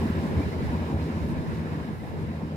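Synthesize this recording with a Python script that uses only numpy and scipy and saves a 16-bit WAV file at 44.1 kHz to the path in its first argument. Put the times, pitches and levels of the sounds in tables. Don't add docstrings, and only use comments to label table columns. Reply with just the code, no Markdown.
import sys
import numpy as np
from scipy import signal
from scipy.fft import rfft, irfft, next_fast_len
from scipy.io import wavfile
from scipy.ndimage import uniform_filter1d, map_coordinates

SR = 44100
rng = np.random.default_rng(int(sys.argv[2]) if len(sys.argv) > 2 else 0)


def persist_wave(psi):
    counts = np.round(np.clip(psi, -1, 1) * 32767).astype(np.int16)
    wavfile.write(sys.argv[1], SR, np.atleast_2d(counts).T)


def undo_db(level):
    steps = np.asarray(level, float) / 20
    return 10 ** steps


N = 112896
TIME_S = np.arange(N) / SR

# time in seconds, loudness in dB, extra bass in dB.
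TURNING = [(0, 0.5, 3.5), (.12, -.5, -1), (.28, -0.5, -6), (.39, -1, -2), (.56, -1.5, -5), (.75, -2, -1),
           (.88, -2, -5), (1, -2, 0.5), (1.25, -3.5, -1), (1.38, -4, -2), (1.62, -4.5, -1),
           (1.75, -4.5, -4.5), (1.91, -6, -3.5), (1.95, -6.5, -7.5), (2.15, -7, -8.5), (2.19, -6.5, 2),
           (2.38, -7, -2.5), (2.56, -8, 3)]
# frequency in Hz, left minus right in dB.
LEAN = [(60, 0), (200, 0.5), (700, -0.7), (2400, -2), (6000, 0.7), (15000, -2.5)]

# multiple of the shaft speed, level in dB rms.
LOW_ORDERS = [(5, -42.5), (6, -34), (15, -38), (16, -36)]
MID_ORDERS = [(12, -43), (17, -42.5), (20, -53.5), (21, -86), (32, -57), (34, -49.5), (36, -53.5),
              (39, -53.5), (41, -54), (46, -60), (55, -78), (56, -96), (57, -102), (60, -77), (65, -57.5),
              (66, -56.5)]
HIGH_ORDERS = [(69, -61), (70, -78), (72, -54), (73, -60), (75, -81), (102, -79), (113, -82), (118, -64),
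               (119, -58), (121, -58), (126, -93), (153, -73)]
SHAFT_HZ, FIRST_FIRING_S = 14.131, 0.0392
UNSTEADY_DB, WANDER_RAD_PER_HZ = 1.5, 0.00057

# frequency in Hz, time of the first crest in seconds.
HUM_TIMING = [(74.27, .0045), (89.88, .0032), (160.03, .0005), (148.5, .0055), (320, .0021), (384.5, .0012),
              (643.35, .001)]
HUM_DB = [-37.5, -40.5, -33.5, -43, -43, -51, -53]
# time in seconds, lift in dB.
PUMP_LOAD = [(0, -4.5), (.3, -0.5), (.55, 0), (.72, 4.5), (.88, -7), (1.02, 3.5), (1.12, -2), (1.28, 0),
             (1.45, 2), (1.7, 2), (2, 1.5), (2.35, 1.5), (2.56, -1)]

# frequency in Hz, strength in dB per Hz.
RUMBLE_COLOUR = [(30, -25), (55, -11), (72, -1.5), (130, 3.5), (185, 0), (215, 3.5), (320, -1.5),
                 (600, -24)]
DRONE_COLOUR = [(200, -58), (360, -1), (420, 1), (520, -3), (700, -6), (1050, -9), (1300, -21), (3000, -57)]
ROAR_COLOUR = [(500, -42), (850, -4), (1100, -7), (1350, -3.5), (1680, -5), (2000, -6), (2650, -10.5),
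               (3100, -14.5), (4500, -58)]
HISS_COLOUR = [(2000, -37), (3000, -3.5), (3900, 1.05), (4500, -1), (5600, -5.5), (6300, -8.5),
               (12300, -14), (15700, -18.5)]
FOAM_COLOUR = [(3000, -40), (6000, -8), (9000, -3), (13000, -2), (15700, -11)]
BUFFET_COLOUR = [(25, -6.5), (60, 2.5), (110, 9.5), (200, 6), (330, -5), (500, -36), (1000, -64)]
RUMBLE_DB, DRONE_DB, ROAR_DB, HISS_DB = -28.5, -37, -43, -52.5

# frequency in Hz, likeness from 0 to 1.
RUMBLE_ALIKE = [(60, 0.94), (300, 0.83), (700, 0.98), (1200, 1)]
DRONE_ALIKE = [(300, 1), (700, 0.54), (1200, 0.66)]
ROAR_ALIKE = [(900, 0.71), (1600, 0.55), (2000, 0.15), (2800, 0.23)]
HISS_ALIKE = [(3400, 0.45), (4600, 0.43), (8000, 0.05), (15000, 0.02)]

RUMBLE_LEAD_S, ROAR_LEAD_S, HISS_LEAD_S = 0.00017, 0.00053, 0.000618
ROAR_LEAD_FROM_HZ, HISS_LEAD_FROM_HZ = 380, 2040

DUCT_HZ, DUCT_WIDTH_HZ, DUCT_DB = 1648, 77, -60.5

# time in seconds, half length in seconds, change in dB.
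LULLS = [
    (0.582, 0.033, -1),
    (0.947, .03, -2),
    (1.348, 0.027, -0.5),
    (1.987, 0.043, -2.5),
    (2.156, 0.06, -0.5),
]
# time in seconds, half length in seconds, level in dB.
SPRAY = [
    (.03, 0.099, -64),
    (.24, .1, -69),
    (.42, .04, -71),
    (.74, .05, -72),
    (1.293, .06, -64.5),
    (1.55, .08, -71),
    (2.025, 0.13, -67),
]
# time in seconds, lift in the stack in dB, lift in the pipe in dB.
SURGES = [(.05, -1, -2.5), (.105, 2, -3.5), (.19, 5, 4), (.245, 0.5, 7.5), (.28, -4.5, 2.5), (.31, 4, 3.5),
          (.372, 7.5, 2), (.41, -2.5, 2.5), (.46, 5.5, 1.5), (.52, -4, -1), (.57, 6, 0.5), (.62, 0, 5),
          (.68, 4.5, 0), (.75, 2, 4.5), (.83, 7.5, 4.5), (.875, -1, -3), (0.91, 1, 7), (.96, 2.5, 1),
          (1.03, 3, 0.5), (1.09, -4, 1.5), (1.17, 3.5, 2.5), (1.24, 8.5, 3.5), (1.32, 1, 6), (1.4, 0, 3),
          (1.45, 3, 4.5), (1.535, 5, 0.5), (1.6, 0, 0.5), (1.67, 0, 4), (1.73, 5, 1.5), (1.79, 3.5, 7),
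          (1.85, 0, -6), (1.9, -5, 7), (1.98, 0, -4), (2.04, -9, 7.5), (2.11, 5, -0.5), (2.19, 3, 1),
          (2.24, 5, -1), (2.3, -0.5, 3), (2.37, 4, 1.5), (2.44, 1, 5), (2.52, -2, -0.5)]
SURGE_S = 0.029
DRONE_SHARE = 0.14
STACK_TOP_HZ = 142

# start in seconds, peak in dB, pitch of the hull plate in Hz.
THUMPS = [(.055, -22, 254), (0.102, -14.5, 195), (.24, -38, 260), (0.383, -23.5, 168), (.4, -16, 273),
          (0.619, -26.5, 196), (0.742, -33, 320), (.9, -22, 243), (1.409, -36, 294), (1.461, -40, 213),
          (1.749, -27, 290), (1.848, -26, 246), (1.89, -30, 241), (2.038, -27.5, 249), (2.228, -32.5, 220),
          (2.291, -32, 320), (2.44, -30, 264)]
THUMP_T60_S, THUMP_RISE_S = 0.054, 0.001

# time in seconds, pitch in Hz, half length in seconds, level in dB.
DRIPS = [
    (0.101, 13600, .008, -64),
    (0.11, 13700, .008, -66),
    (0.424, 2350, 0.01, -48),
    (0.536, 2120, 0.017, -47),
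    (1.836, 1600, 0.0095, -49),
    (1.898, 1690, 0.0061, -48),
    (2.007, 2040, 0.0098, -50),
]
DRIP_RISE_HZ_PER_S = 6000

# time in seconds, half length in seconds, level in dB.
GUSTS = [
    (.3, 0.34, -39),
    (0.562, 0.34, -39),
    (1.297, 0.09, -36.5),
    (1.436, 0.1, -39),
    (1.833, 0.37, -37),
    (2.05, 0.16, -41),
    (2.246, 0.1, -40),
]


def unit(x):
    return x / np.sqrt(np.mean(x ** 2) + 1e-20)


def along(points, hz):
    f, v = np.transpose(points)
    return np.interp(np.log(hz + 1), np.log(f + 1), v)


def closed(points):
    return list(points) + [(2 * points[-1][0], -120)]


def wobble(rate):
    return map_coordinates(rng.standard_normal(400), [np.arange(N) * np.clip(rate, 0, 100) / SR])


def bell(middle_s, half_s):
    return np.exp(-((TIME_S - middle_s) / half_s) ** 2)


def filtered(x, response):
    m = next_fast_len(N + 8192)
    return irfft(rfft(x, m) * response(np.fft.rfftfreq(m, 1 / SR)), m)[..., :N]


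def ports(pair, lead_s, from_hz=0):
    def shift(hz):
        return np.exp(1j * np.pi * np.maximum(hz - from_hz, 0) * lead_s * np.array([[1], [-1]]))
    return filtered(pair, shift)


def rush(colour, alike, patchy_db):
    z = signal.stft(rng.standard_normal((2, N)), nperseg=512)[2]
    patches = uniform_filter1d(rng.standard_normal(z.shape[1:]), size=5, axis=0)
    patches = uniform_filter1d(patches, size=10, axis=1)
    pair = signal.istft(z * undo_db(patchy_db * unit(patches)), nperseg=512)[1][:, :N]

    def spread(hz):
        angle = np.arccos(np.clip(along(alike, hz), -1, 1)) / 2
        return undo_db(along(closed(colour), hz)) * np.array([np.cos(angle), np.sin(angle)])

    mid, side = filtered(pair, spread)
    return unit(np.array([mid + side, mid - side]))


def tone(hz, db, crest_s):
    turns = 2 * np.pi * hz * (TIME_S - crest_s)
    level = np.sqrt(2) * undo_db(db + UNSTEADY_DB * wobble(2.934))
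    return level * np.cos(turns + WANDER_RAD_PER_HZ * hz * wobble(2.78))


def firing():
    return np.cos(2 * np.pi * SHAFT_HZ * (TIME_S - FIRST_FIRING_S))


def diesel():
    low = sum(tone(k * SHAFT_HZ, db, FIRST_FIRING_S) for k, db in LOW_ORDERS)
    mid = sum(tone(k * SHAFT_HZ, db, rng.uniform()) for k, db in MID_ORDERS)
    high = sum(tone(k * SHAFT_HZ, db, rng.uniform()) for k, db in HIGH_ORDERS)
    return low + mid, high


def pumps():
    hums = [tone(hz, db, crest_s) for (hz, crest_s), db in zip(HUM_TIMING, HUM_DB)]
    load_db = np.interp(TIME_S, *np.transpose(PUMP_LOAD))
    return sum(hums[:2]) + undo_db(load_db) * sum(hums[2:])


def exhaust_rumble():
    level = undo_db(RUMBLE_DB + 0.15 * firing() + 0.6 * wobble(21))
    return level * rush(RUMBLE_COLOUR, RUMBLE_ALIKE, patchy_db=0.8)


def hull_drone():
    level = undo_db(DRONE_DB + 0.32 * firing() + 0.17 * wobble(10.15))
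    return level * rush(DRONE_COLOUR, DRONE_ALIKE, patchy_db=2.43)


def fan_roar():
    level = undo_db(ROAR_DB + 0.3 * firing() + 0.7 * wobble(18))
    return level * rush(ROAR_COLOUR, ROAR_ALIKE, patchy_db=1.3)


def vent_hiss():
    return undo_db(HISS_DB + 0.5 * wobble(20)) * rush(HISS_COLOUR, HISS_ALIKE, patchy_db=0.9)


def duct():
    def peak(hz):
        return 1 / (1 + ((hz - DUCT_HZ) / DUCT_WIDTH_HZ * 2) ** 4)
    air = rush([(500, 0), (4000, 0)], ROAR_ALIKE, patchy_db=-0.5)
    return undo_db(DUCT_DB + 2.5 * wobble(8.6)) * unit(filtered(air, peak))


def foam():
    breaks = sum(undo_db(db) * bell(s, half_s) for s, half_s, db in SPRAY)
    return breaks * rush(FOAM_COLOUR, [(5000, 0.05)], patchy_db=1.5)


def surges():
    lift_db = sum(np.array(lifts)[:, None] * bell(s, SURGE_S) for s, *lifts in SURGES)
    return lift_db - lift_db.mean(axis=1, keepdims=True)


def thumps():
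    start_s, db, hz = np.array(THUMPS).T[..., None]
    t = np.maximum(TIME_S - start_s, 0)
    level = undo_db(db - 60 * t / THUMP_T60_S) * (1 - np.exp(-t / THUMP_RISE_S))
    return -(level * np.sin(2 * np.pi * hz * t)).sum(axis=0)


def drips():
    total = np.zeros(N)
    for s, hz, half_s, db in DRIPS:
        t = TIME_S - s
        turns = (hz + DRIP_RISE_HZ_PER_S * t / 2) * t
        total += undo_db(db) * bell(s, half_s) * np.sin(2 * np.pi * turns)
    return total


def wind():
    blow = sum(undo_db(db) * bell(s, half_s) for s, half_s, db in GUSTS)
    lumps = undo_db(0.72 * np.array([wobble(13.45), wobble(23.9)]))
    return blow * unit(lumps * rush(BUFFET_COLOUR, [(30, 0.017)], patchy_db=3.5))


def scene():
    turn_s, loud_db, bass_db = np.transpose(TURNING)
    fade = undo_db(np.interp(TIME_S, turn_s, loud_db))
    swell = undo_db(np.interp(TIME_S, turn_s, bass_db))

    low, high = diesel()
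    boom = low + pumps() + exhaust_rumble()
    stack = filtered(boom, lambda hz: 1 / (1 + (hz / STACK_TOP_HZ) ** 8))
    pipe = boom - stack
    stack_db, pipe_db = surges()
    gulped = undo_db(stack_db) * stack + undo_db(pipe_db) * pipe
    drone = undo_db(DRONE_SHARE * pipe_db) * hull_drone()
    bass = ports(swell * gulped + drone, RUMBLE_LEAD_S)

    treble = ports(high + fan_roar() + duct(), ROAR_LEAD_S, ROAR_LEAD_FROM_HZ)
    treble = treble + ports(vent_hiss(), HISS_LEAD_S, HISS_LEAD_FROM_HZ)
    carried = undo_db(sum(db * bell(s, half_s) for s, half_s, db in LULLS))
    machinery = fade * (bass + carried * treble)
    return machinery + foam() + thumps() + drips() + wind()


def low_pass(x):
    return signal.sosfilt(signal.butter(12, 15750, fs=SR, output="sos"), x)


def record(dry):
    leaned = filtered(dry, lambda hz: undo_db(along(LEAN, hz) / 2 * np.array([[1], [-1]])))
    return low_pass(leaned)


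dry = scene()
out = record(dry)
persist_wave(out)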